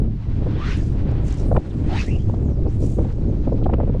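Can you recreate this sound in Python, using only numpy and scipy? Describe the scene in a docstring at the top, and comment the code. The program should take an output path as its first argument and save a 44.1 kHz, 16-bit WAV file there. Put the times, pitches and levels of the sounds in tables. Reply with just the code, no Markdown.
"""Fly casting from the bow of a boat on open water. From the start, wind rumbles on the microphone and
hits it in short low knocks, over a faint wash of sea. At 0.7 s comes a back cast: the rod swishes and the
line whistles after it. On the forward cast, at 1.3 s, the line hisses and ticks through the rod rings,
and a hard buffet follows. A second back cast swishes at 2 s, the line hisses forward again near 2.8 s,
and the wind knocks crowd together in the last half second, with one short, dry tick among them."""
import sys
import numpy as np
from scipy import signal
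from scipy.fft import rfft, irfft, next_fast_len
from scipy.io import wavfile
from scipy.ndimage import uniform_filter1d, minimum_filter1d, map_coordinates

SR = 44100
rng = np.random.default_rng(int(sys.argv[2]) if len(sys.argv) > 2 else 0)


def wrap_up_sound(samples):
    """Save the sound to the file named by the first command line argument, as 16-bit audio."""
    columns = np.atleast_2d(samples).T
    # keep every value between -1 and 1, then stretch to whole-number steps
    tamed = np.clip(columns, -1, 1)
    steps = np.round(tamed * 32767).astype(np.int16)
    wavfile.write(sys.argv[1], SR, steps)


N = 176400  # 4 s


def amp(db):
    """Decibels to gain."""
    return 10 ** (np.asarray(db) / 20)


def unit(x):
    """Scale to rms 1."""
    return x / np.sqrt(np.mean(x ** 2) + 1e-20)


def eq(points):
    """An EQ curve: gain as a function of frequency, through dB points on a log axis."""
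    freqs, db = np.transpose(points)
    return lambda freq: amp(np.interp(np.log(freq + 1e-6), np.log(freqs), db))


def faders(rows):
    """One value per sample for each column after the time."""
    times, *columns = np.transpose(rows)
    return [np.interp(np.arange(N) / SR, times, column) for column in columns]


def wobble(rate_hz):
    """A smooth random curve with rate_hz knots a second."""
    return map_coordinates(rng.standard_normal(4096), [np.arange(N) * rate_hz / SR], mode="wrap")


def filtered(x, response):
    """Shape x by a gain that depends on frequency."""
    size = next_fast_len(N + 8192)
    return irfft(rfft(x, size) * response(np.fft.rfftfreq(size, 1 / SR)), size)[:N]


def noise(spectrum):
    """Coloured noise of rms 1."""
    return unit(filtered(rng.standard_normal(N), eq(spectrum)))


def steadied(x, samples):
    """Even out the chance swells of a noise."""
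    return x / np.sqrt(np.abs(uniform_filter1d(x ** 2, samples)) + 1e-9)


def swell(at, rise, fall, shape):
    """An envelope that peaks at a given time: shape 1 is a spike, 2 a bell, 3 flatter on top."""
    t = np.arange(N) / SR - at
    return np.exp(-.5 * np.abs(t / np.where(t < 0, rise, fall)) ** shape)


def gliding_noise(at, pitch_hz, glide, colour, patch_db):
    """Noise whose colour rides on a gliding pitch, with brief chance tones patch_db deep."""
    hz, t, spectra = signal.stft(rng.standard_normal(N), SR, nperseg=512)
    pitch = pitch_hz * 2 ** (glide * np.clip(t - at, -.12, .12))
    patches = uniform_filter1d(rng.standard_normal(spectra.shape), size=3, axis=0)
    patches = unit(uniform_filter1d(patches, size=5, axis=1))
    gain = colour((hz[:, None] + 1) / pitch) * amp(patch_db * patches)
    gain /= np.sqrt(np.mean(gain ** 2, axis=0) + 1e-12)
    return signal.istft(spectra * gain, SR, nperseg=512)[1][:N]


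# Wind fader rides, ahead of trim and cap (time [s], rumble level [dB], flutter level [dB])
WIND_RIDES = [(0.0, -16.5, -29), (0.24, -29, -58), (0.29, -20, -35), (0.32, -21, -43.5), (0.48, -20, -29.5),
              (0.65, -21, -38.5), (1.08, -19.5, -29.5), (1.38, -19.5, -32.5), (1.5, -18, -22.5),
              (1.58, -13, -47), (1.6, -32, -33), (1.73, -24.5, -36.5), (1.88, -19.5, -30),
              (1.97, -20.5, -29.5), (2.07, -21, -35.5), (2.13, -18.5, -28.5), (2.24, -20, -38),
              (2.3, -16, -28.5), (2.32, -23, -35.5), (2.51, -18, -16), (2.53, -23.5, -36.5),
              (2.62, -17.5, -28), (2.73, -20.5, -38.5), (2.84, -18.5, -26), (2.96, -22, -36.5),
              (2.99, -17, -24), (3.12, -23.5, -36.5), (3.27, -19, -28.5), (3.43, -23, -37.5),
              (3.48, -19, -35), (3.6, -20.5, -28), (3.62, -17.5, -26.5), (3.98, -20, -37),
              (4.0, -20.5, -55)]
# Lulls between buffets; a negative depth is a lift (time [s], depth [dB], half length [s])
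WIND_LULLS = [(0.0,0,0.029),(0.522,1,0.025),(0.613,6.5,.018),(0.875,1,0.032),(1.286,8,0.0072),(1.364,8.5,0.02),(1.654,12,0.0058),(1.719,4,0.013),(2.054,11.5,0.013),(2.22,5.5,0.01),(2.712,2.5,.012),(3.19,1,0.012),(3.41,-4.5,0.011),(3.932,0,0.0086)]
# Sub-heavy body of the wind (frequency [Hz], level [dB])
RUMBLE_EQ = [(15,-3),(28,0),(58,0.5),(85,-3),(120,-2.5),(160,-10),(240,-15),(400,-27),(800,-66),(2000,-120)]
# Its low-mid flutter (frequency [Hz], level [dB])
FLUTTER_EQ = [(60,-40.5),(170,-3),(300,4.5),(420,-4.5),(600,-12),(850,-23.5),(1300,-37.5),(2500,-83),(6000,-88)]


def wind(rumble_trim_db=1.54, flutter_trim_db=-0.5, flutter_cap_db=-28):
    """Wind on the microphone: a deep rumble that drops between buffets, under a quick, lumpy flutter."""
    rumble_db, flutter_db = faders(WIND_RIDES)
    lull_db = sum(db * swell(at, half, half, shape=2.6) for at, db, half in WIND_LULLS)
    rumble = amp(rumble_db - lull_db + rumble_trim_db) * steadied(noise(RUMBLE_EQ), samples=1400)
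    flutter = unit(steadied(noise(FLUTTER_EQ), samples=1000) * amp(2.5 * wobble(110)))
    return rumble + amp(np.minimum(flutter_db, flutter_cap_db) + flutter_trim_db) * flutter


# Fader ride of the sea wash (time [s], level [dB])
WASH_RIDE = [(0,-54.5),(.25,-52),(.5,-49.5),(.9,-50.5),(1.1,-46),(1.35,-48),(1.6,-53.5),(1.9,-49),(2.25,-55.5),(2.7,-55),(2.95,-58),(3.05,-48),(3.2,-58),(3.32,-53.5),(3.6,-55.5),(4,-53.5)]
# Soft midrange of the wash (frequency [Hz], level [dB])
WASH_EQ = [(200,-6.5),(700,12.5),(1300,6),(2500,0.5),(4000,-6.5),(5500,-14),(7500,-23.5),(9800,-35),(11000,-43),(14000,-52.5)]
# Fader ride of the water's fizz (time [s], level [dB])
FIZZ_RIDE = [(0,-73),(.15,-69.5),(.25,-65),(.6,-66.5),(1,-67.5),(1.19,-82),(1.3,-58),(1.58,-69.5),(1.66,-67.5),(2.2,-71.5),(2.58,-71),(3,-70.5),(3.44,-65),(3.6,-66),(3.8,-77),(4,-68.5)]
# Thin, bright tone of the fizz (frequency [Hz], level [dB])
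FIZZ_EQ = [(2000,-15.5),(4000,4),(5500,-1),(7500,-8),(9800,-15.5),(11000,-23.5),(13000,-37)]


def sea():
    """Small waves lay down a faint bed of wash, with a high fizz on top."""
    wash = amp(faders(WASH_RIDE)[0] + 2.06 * wobble(35.06)) * noise(WASH_EQ)
    fizz = amp(faders(FIZZ_RIDE)[0] + 1.3 * wobble(45)) * noise(FIZZ_EQ)
    return wash + fizz


# Wind hits on the microphone (time [s], level [dB], half length [s], low-pass corner [Hz])
KNOCK_CUES = [(0.049,-26.5,0.0037,490),(0.079,-25.5,0.0037,397),(0.391,-25,0.0028,340),(0.426,-32,.005,560),(0.47,-24.5,0.0055,547),(0.565,-26,0.008,440),(0.782,-27,0.01,336),(1.09,-26,0.0033,560),(1.124,-29,0.0056,540),
              (1.517,-14.5,0.0018,616),(1.528,-16.5,0.0026,520),(1.55,-16,0.003,476),(1.553,-16,0.0072,192),(1.561,-20,0.0015,720),(1.5678,-18,0.0015,1300),(1.568,-38,0.00077,2700),(1.571,-18,0.0036,725),(1.5776,-11.5,0.0025,565),(1.817,-27.5,0.0062,470),
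              (2.298,-17,0.0018,516),(2.343,-26.5,0.0045,644),(2.486,-21.5,0.0019,513),(2.501,-23,0.0039,473),(2.666,-23.5,0.0038,610),(2.682,-25,0.0056,470),(2.841,-23,0.0029,425),
              (2.99,-16,0.0037,556),(3.012,-21.5,0.0067,390),(3.052,-26,0.0048,530),(3.293,-25,0.0093,387),(3.477,-16.5,0.0047,480),(3.494,-23.5,0.0019,565),
              (3.527,-19,0.0045,570),(3.546,-21.5,0.0064,430),(3.6182,-22.5,0.0021,586),(3.627,-21.5,0.0018,520),(3.661,-19.5,0.0053,380),(3.664,-15.5,0.0032,684),(3.698,-23,0.0038,900),
              (3.739,-19.5,0.0075,570),(3.737,-27.5,0.0012,1900),(3.7413,-30,0.00068,2270),(3.788,-25,0.0059,580),(3.8032,-17,0.00087,810),(3.812,-22,0.0029,710),(3.835,-20.5,0.0031,580),(3.878,-23,0.0053,480),(3.899,-17.5,0.0034,524),(3.949,-23,0.0034,520),(3.968,-25,.005,507)]


def wind_knocks(low_cut_hz=106, rolloff_order=4.33):
    """Single eddies hit the microphone, each a short, dull puff of noise."""
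    out = np.zeros(N)
    for at, db, half, corner_hz in KNOCK_CUES:
        band = lambda hz: hz / np.hypot(hz, low_cut_hz) / np.hypot(1, (hz / corner_hz) ** rolloff_order)
        envelope = swell(at, half, half, shape=1.9)
        puff = steadied(filtered(rng.standard_normal(N), band), samples=600) * envelope
        out += amp(db) * puff * np.linalg.norm(envelope) / np.linalg.norm(puff)
    return out


# Rod strokes (time of top speed [s], level [dB], rise [s], fall [s], pitch [Hz], glide [octaves/s])
SWISH_CUES = [(0.697,-36.5,0.087,0.052,2005,2.4),(1.32,-51,0.032,0.031,2650,2),(1.995,-35.5,0.066,0.035,2220,2.3)]
# Broad body of a swish (frequency [multiple of the pitch], level [dB])
SWISH_EQ = [(.15,-35.5),(.4,-7.5),(.58,2),(1.05,1),(1.5,-2),(2.3,-7.5),(3.2,-17),(4.5,-30.5),(6,-47),(9,-72.5)]


def rod_swishes():
    """The tapered rod sheds eddies over a range of pitches, swelling and climbing as it sweeps past."""
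    out = np.zeros(N)
    for at, db, rise, fall, hz, glide in SWISH_CUES:
        eddies = gliding_noise(at, hz, glide, eq(SWISH_EQ), patch_db=2.5)
        out += amp(db) * swell(at, rise, fall, shape=1.98) * eddies
    return out


# Line whistles, plus one short, dry tick among the late wind knocks
# (time [s], level [dB], half length [s], pitch [Hz], glide [octaves/s], width [octaves])
WHISTLE_AND_TICK_CUES = [(0.557,-47.5,.007,3420,0,0.045),(0.703,-51.5,.04,5100,1,0.29),(0.624,-41,0.027,1200,9,0.18),(0.684,-40.5,0.025,1900,-0.5,0.052),(0.703,-43.5,0.038,1480,2,0.089),(0.729,-42,0.016,2530,-4,0.068),(0.803,-53,0.028,1740,-3,0.06),(1.472,-66.5,0.035,8800,1,.09),(1.552,-65,.012,8450,-10,0.08),
                         (1.712,-57,0.01,3270,-10,.18),(1.915,-36.5,0.02,770,-8,0.27),(1.949,-34,0.025,846,8.5,0.31),(2.003,-34,0.016,2600,0.5,0.08),(1.98,-39.5,.024,1830,5,.12),(1.977,-41.5,.014,3930,8,0.24),(2.011,-43,.024,5030,2,0.22),
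                         (2.089,-43.5,0.018,2080,7,0.1),(2.119,-43,0.029,2600,3.5,0.11),(2.167,-53.5,0.019,2670,-5,0.17),(2.207,-59,.024,3160,3,0.07),
                         (2.515,-67.5,0.069,5870,-4.5,0.14),(2.684,-69,0.057,2300,-17,0.11),(2.69,-65,.02,5600,14,.12),(2.843,-53,0.021,5700,4,0.32),(2.908,-60,.018,6700,10,.07),(2.935,-63,.025,8200,2,0.16),(3.3,-70.5,0.033,6500,-1,.08),(3.406,-74,.05,6200,0,.12),(3.643,-53.5,0.0086,3200,0,.35)]


def whistles_and_late_tick():
    """Flying line cuts the air and sings narrow, gliding tones; a separate dry tick sounds at 3.64 s."""
    tones = np.zeros(N)
    for at, db, half, hz, glide, width in WHISTLE_AND_TICK_CUES:
        peak = lambda ratio: 1 / (1 + (np.log2(ratio) / width) ** 2) ** 1.4
        tone = gliding_noise(at, hz, glide, peak, patch_db=3.5)
        tones += amp(db) * swell(at, half, half, shape=2.9) * tone
    return tones * amp(1.7 * wobble(80))


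# Runs of line (time of top speed [s], level [dB], rise [s], fall [s], pitch [Hz], glide [octaves/s])
HISS_CUES = [(.8,-56,0.027,0.061,6470,-4),(.88,-61.5,0.034,0.046,8200,-2.5),(1.275,-53,0.014,0.014,7540,-2),(1.335,-74,0.01,.02,6800,-3),(1.39,-54.5,0.012,0.032,6700,-2),(1.521,-65.5,0.088,0.18,8500,-2.5),(1.76,-66.5,0.07,0.25,8350,-2),(2.069,-55,0.069,0.075,6430,-1.5),
             (2.3,-68,0.084,0.19,7540,-1),(2.725,-62.5,0.035,0.048,7140,9.5),(2.835,-54,0.019,0.044,8200,0.5),(2.92,-56,0.05,0.041,7870,-1),(3.09,-66.5,.06,0.083,6800,0.5),(3.35,-75,0.11,0.15,6320,-6.5)]
# Taps of line on the rings (time [s], level [dB], fall [s], pitch [Hz])
TICK_CUES = [(0.773,-51,0.003,9300),(0.787,-52,0.0017,6800),(1.116,-55.5,0.0018,6440),(1.252,-56.5,0.0035,7500),(1.283,-47,.0022,7200),(1.291,-51,.002,6000),(1.307,-51,0.002,7800),(1.326,-45.5,0.002,7200),(1.343,-47.5,0.002,7000),(1.375,-52,.002,7400),(1.386,-53,0.0018,7000),
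             (2.066,-45.5,0.0016,6000),(2.347,-56.5,0.0027,4200),(2.634,-62.5,0.0028,7540),(3.124,-56,0.0028,5300),(3.533,-58,0.0035,6200)]
# Rasp shared by hiss and ticks (frequency [multiple of the pitch], level [dB])
RASP_EQ = [(.12,-27.5),(.3,-3),(.5,-3),(.68,-4.5),(.85,2),(1,0),(1.25,-2),(1.6,-10),(2.2,-20.5)]
# Top-end roll-off over both, after their cue levels (frequency [Hz], gain [dB])
RING_BUS_EQ = [(7000,1.5),(9600,-2.5),(10200,-6.5),(10900,-11),(12400,-11),(14000,-20.5)]


def line_through_rings(tick_rise_s=.0018):
    """The line rasps unevenly through the rod rings and ticks dryly against them."""
    hiss, ticks = np.zeros((2, N))
    for at, db, rise, fall, hz, glide in HISS_CUES:
        rasp = gliding_noise(at, hz, glide, eq(RASP_EQ), patch_db=2.0)
        hiss += amp(db) * swell(at, rise, fall, shape=1.1) * rasp
    for at, db, fall, hz in TICK_CUES:
        rasp = gliding_noise(at, hz, 0, eq(RASP_EQ), patch_db=3.5)
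        ticks += amp(db) * swell(at, tick_rise_s, fall, shape=1.3) * rasp
    return filtered(hiss * amp(1.8 * wobble(170)) + ticks, eq(RING_BUS_EQ))


def scene():
    """Everything meets at one microphone in the open air."""
    bed = wind() + sea() + wind_knocks()
    return (bed + rod_swishes() + whistles_and_late_tick() + line_through_rings())[None]


def record(dry, ceiling=0.56, high_cut_hz=14100):
    """A limiter ducks the highest peaks, then a brick-wall filter takes off the top."""
    needed_gain = np.minimum(1, ceiling / (np.abs(dry[0]) + 1e-9))
    held_gain = minimum_filter1d(needed_gain, size=400)
    smooth_gain = uniform_filter1d(uniform_filter1d(held_gain, size=200), size=200)
    return filtered(dry[0] * smooth_gain, lambda hz: hz < high_cut_hz)[None]


dry = scene()
out = record(dry)
wrap_up_sound(out)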